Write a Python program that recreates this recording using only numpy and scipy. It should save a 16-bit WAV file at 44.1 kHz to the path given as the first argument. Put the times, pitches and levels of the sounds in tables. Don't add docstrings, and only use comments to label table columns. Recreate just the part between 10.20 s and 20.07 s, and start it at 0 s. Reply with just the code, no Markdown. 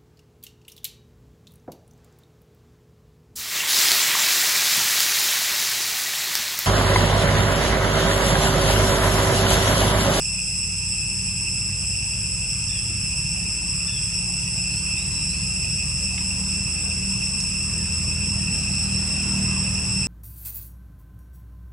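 import sys
import numpy as np
from scipy import signal
from scipy.fft import rfft, irfft, next_fast_len
from scipy.io import wavfile

SR = 44100
rng = np.random.default_rng(int(sys.argv[2]) if len(sys.argv) > 2 else 0)


def dump_mix(stems):
    frames = np.atleast_2d(stems).T
    limited = np.clip(frames, -1, 1)
    pcm = np.round(limited * 32767).astype(np.int16)
    wavfile.write(sys.argv[1], SR, pcm)


N = 435266
TIME = np.arange(N) / SR
# (t/s, level/dB)
VEHICLE_APPROACH = [(0, -46), (1.5, -44.5), (3.2, -42), (5.0, -38), (5.6, -39.5), (6.3, -36), (7.2, -37.5),
                    (7.7, -35), (8.8, -31), (9.25, -26.5), (9.55, -29.5), (9.87, -33.5)]


def amp(db):
    return 10 ** (np.asarray(db) / 20)


def unit(x):
    return x / np.sqrt(np.mean(x ** 2) + 1e-20)


def curve(rows):
    return np.interp(TIME, *np.transpose(rows))


def shape(points, hz):
    f, value = np.transpose(points)
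    return np.interp(np.log(hz + 1), np.log(f), value)


def add(mix, s, sound):
    part = mix[round(s * SR):][:len(sound)]
    part += sound[:len(part)]


def wander(rate):
    knots = rng.standard_normal(N // 8)
    return unit(np.interp(TIME * rate + rng.random(), np.arange(len(knots)), knots))


def ports(pair, spectrum=None):
    # (f/Hz, left-right likeness)
    likeness = [(30, 1), (220, 0.95), (350, 0.23), (520, 0.58), (950, 0.68), (2200, 0.52), (2650, 0.8),
                (4200, 0.27), (5350, 0.7), (6500, 0), (8000, 0.043), (11000, 0)]
    size = next_fast_len(N, True)
    hz = np.fft.rfftfreq(size, 1 / SR)
    colour = 1 if spectrum is None else amp(shape(spectrum, hz))
    a, b = rfft(pair, size) * colour
    same = np.clip(shape(likeness, hz), -1, 1)
    mid = a * np.sqrt((1 + same) / 2)
    side = b * np.sqrt((1 - same) / 2)
    return irfft(np.array([mid + side, mid - side]), size)[:, :N]


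def noise(spectrum, patchy_db):
    z = signal.stft(rng.standard_normal((2, N)), nperseg=1024, noverlap=768)[2]
    blur = np.outer(np.hanning(7), np.hanning(24))
    patches = unit(signal.fftconvolve(rng.standard_normal(z.shape[1:]), blur, "same"))
    patchy = signal.istft(z * amp(patchy_db * patches), nperseg=1024, noverlap=768)[1][:, :N]
    return unit(ports(patchy, spectrum))


def forest(x, t60):
    t = np.arange(SR) / SR
    tail = rng.standard_normal((2, SR)) * np.exp(-np.log(1000) * t / t60)
    tail /= np.linalg.norm(tail, axis=1, keepdims=True)
    return ports(signal.oaconvolve(x[None], tail, axes=1)[:, :N])


def cicadas(level_db, partials, pitch_hz, spread, jitter, jitter_rate, click_rate, buzz,
            drone_db, drone_pan_db, count):
    flutter_low_db, flutter_high_db, flutter_per_s = 2.34, 0.8, 36
    low, high = np.zeros((2, N)), np.zeros((2, N))
    for side in range(2):
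        for place in np.linspace(-1, 1, count):
            hz = pitch_hz * (1 + spread * place + jitter * wander(jitter_rate))
            ring = np.exp(2j * np.pi * (np.cumsum(hz) / SR + rng.random()))
            click_hz = click_rate * (1 + .02 * place + .07 * wander(25))
            clicks = np.cumsum(click_hz) / SR + rng.random()
            pump = unit(1 + buzz * np.cos(2 * np.pi * clicks)) * np.sqrt(2 / count)
            low[side] += pump * ring.real
            high[side] += pump * sum(amp(db) * (ring ** round(k)).real for k, db in partials)
    lean_db = drone_pan_db * np.array([[.5], [-.5]])
    drone = ports(low) * amp(drone_db + flutter_low_db * wander(flutter_per_s) + lean_db)
    return drone + ports(high) * amp(level_db + flutter_high_db * wander(flutter_per_s))


def throb():
    first_s, period_s, slip_s = 0.09, 0.17, 0.013
    base_db, rise_db_per_s, depth_db, uneven_db = -42, 0.95, 3.5, 2
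    beats = (TIME - first_s + slip_s * wander(3)) / period_s
    swell = np.cos(np.pi * beats) ** 4
    return base_db + rise_db_per_s * TIME + depth_db * swell + uneven_db * wander(26)


def insects():
    # (multiple of the pitch, level/dB)
    chorus_partials = [(2, 2), (3, 4), (4, -11.5)]
    throb_partials = [(2, 0.5), (3, -2.5), (4, -46)]
    # (f/Hz, level per Hz/dB)
    hiss = [(1500, -20.5), (2300, -6.5), (3000, -6.5), (3400, -10), (3950, -23), (4600, -4.5), (5900, 3),
            (6150, 0), (7000, -2.5), (8500, 7.5), (8850, 2), (9700, -2.5), (10850, -8.5), (11100, -11)]
    wide = cicadas(-33 - 0.22 * TIME, chorus_partials, pitch_hz=2630, spread=.010,
                   jitter=.021, jitter_rate=420, click_rate=120, buzz=0.92,
                   drone_db=-38, drone_pan_db=-3.0, count=6)
    near = cicadas(throb(), throb_partials, pitch_hz=2694, spread=.006,
                   jitter=.006, jitter_rate=300, click_rate=75, buzz=0.26,
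                   drone_db=-41 + 0.45 * (TIME - TIME.mean()), drone_pan_db=1.0, count=2)
    far = noise(hiss, patchy_db=2.0) * amp(-34.5)
    return wide * amp([[-.2], [.2]]) + near + far


def engine():
    # (t/s, firing rate f/Hz)
    firing = [(0.0, 29.92), (1.3, 31.01), (2.0, 32.25), (3.0, 33.45), (5.0, 36.71), (6.0, 37.45),
              (6.3, 38.13), (7.3, 38.57), (7.85, 39.51), (8.8, 38.69), (9.87, 38.36)]
    # (f/Hz, level/dB)
    exhaust = [(39, -22), (75, -12), (96, 7.5), (116, -9), (135, 0.5), (158, -7), (178, 1.5), (193, 0.5),
               (208, -11), (232, -14.5), (270, -27), (312, -21.5), (345, -24), (400, -35), (550, -42)]
    # (t/s, level/dB)
    boom_level = [(0, -55), (1.2, -48), (1.8, -39.5), (4.1, -41.5), (4.8, -37.7), (6.7, -35.5),
                  (7.4, -41.5), (7.85, -29.2), (8.5, -33.5), (9.87, -36)]
    rate = curve(firing)
    phase = 2 * np.pi * np.cumsum(rate) / SR
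    boom = amp(curve(boom_level) + 1.0 * wander(5)) * np.sin(2 * phase + 0.46 * wander(4))
    growl = np.zeros(N)
    for k in [1, *range(3, 13)]:
        waver = 2 * np.pi * rng.random() + .016 * k ** 2 * wander(11)
        growl += amp(shape(exhaust, k * rate) + 0.41 * k * wander(7)) * np.sin(k * phase + waver)
    growl_db = curve(VEHICLE_APPROACH) - 1.5 + 1.3 * wander(6)
    return np.sqrt(2) * (boom + amp(growl_db) * growl)


def road():
    # (f/Hz, level per Hz/dB)
    rumble_colour = [(15, -23), (35, -19), (50, -10), (64, -6.5), (82, -7), (102, 0.5), (122, 1),
                     (133, -0.5), (160, -1), (200, -6), (230, -17.5), (260, -32), (400, -25.5), (700, -44)]
    tyre_colour = [(100, -4), (240, 8), (330, 5.5), (520, -0.5), (700, 0), (1000, 0.5), (1450, -2.5),
                   (2200, -4), (3200, -5.5), (4200, -10), (8000, -26)]
    # (t/s, level/dB)
    traffic = [(0, -38), (1.0, -37), (2.0, -35), (3.0, -36), (4.2, -37), (5.6, -34.5), (6.3, -36.5),
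               (7.2, -35), (8.0, -32), (9.0, -35.5), (9.87, -30)]
    rumble = noise(rumble_colour, patchy_db=0.76) * amp(curve(traffic))
    tyres = noise(tyre_colour, patchy_db=2.5) * amp(-24 + 0.56 * curve(VEHICLE_APPROACH))
    return (engine() + rumble) * amp([[-.65], [.65]]) + tyres


def bird():
    # (t/s, length/s, start f/Hz, middle f/Hz, end f/Hz, level/dB, initial share an octave below)
    whistles = [(2.48, .13, 3450, 3450, 3000, -46, 0.35), (3.661, .145, 3490, 3440, 3070, -44.5, .4),
                (4.50, 0.11, 4200, 4310, 4447, -49, 0), (4.755, 0.095, 3450, 3750, 4080, -51, 0),
                (4.91, 0.13, 4100, 3950, 3900, -52, 0), (5.085, 0.14, 4000, 4290, 4600, -49, 0)]
    song = np.zeros(N)
    for s, length, start, middle, end, db, octave in whistles:
        u = np.linspace(0, 1, round(length * SR))
        hz = np.polyval(np.polyfit([0, .5, 1], [start, middle, end], 2), u)
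        unsteady_hz = hz * (1 + .014 * wander(350)[:len(u)])
        phase = 2 * np.pi * np.cumsum(unsteady_hz) / SR
        note = np.sin(phase) + octave * (1 - u) * np.sin(phase / 2)
        add(song, s, np.sqrt(2) * amp(db) * note * signal.windows.tukey(len(u), .3))
    return song + .8 * forest(song, t60=.9)


def trill(start, end, centre_hz, note_rate, db):
    swell = np.sin(np.pi * np.clip((TIME - start) / (end - start), 0, 1))
    notes = np.sin(np.pi * note_rate * (TIME - start)) ** 2
    hz = centre_hz * (1 + 0.032 * wander(400))
    song = amp(db) * swell * notes * np.sin(2 * np.pi * np.cumsum(hz) / SR)
    return forest(song, t60=0.28)


def litter():
    # (t/s, level before decay/dB, centre f/Hz, spread/octaves, decay time constant/s)
    ticks = [(5.980, -29, 2520, 0.37, 0.0042), (7.203, -22, 7600, 0.7, 0.003),
             (7.238, -35, 7060, .8, 0.0026), (9.037, -35, 7030, 1.06, 0.0038), (9.548, -35, 6970, .8, .003)]
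    snaps, t = np.zeros(N), np.arange(4096) / SR
    hz = np.fft.rfftfreq(len(t), 1 / SR)
    for s, db, centre_hz, octaves, decay in ticks:
        colour = np.exp(-.5 * (np.log2((hz + 1) / centre_hz) / octaves) ** 2)
        burst = unit(irfft(rfft(rng.standard_normal(len(t))) * colour))
        add(snaps, s, amp(db) * burst * np.exp(-t / decay))
    return snaps + 0.7 * forest(snaps, t60=.25)


def hum():
    turns = np.cumsum(51.6 * (1 + 0.0029 * wander(2.67))) / SR
    tone = np.sqrt(2) * amp(-39 + 0.36 * wander(4)) * np.sin(2 * np.pi * turns)
    return tone * amp([[-.6], [.6]])


def scene():
    birds = bird() + trill(start=8.13, end=9.1, centre_hz=4150, note_rate=9.0, db=-42)
    return insects() + road() + birds + litter() + hum()


def record(dry):
    low_pass = signal.firwin(601, 11050, window=("kaiser", 9), fs=SR)
    return signal.oaconvolve(dry, low_pass[None], "same", axes=1)


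dry = scene()
out = record(dry)
dump_mix(out)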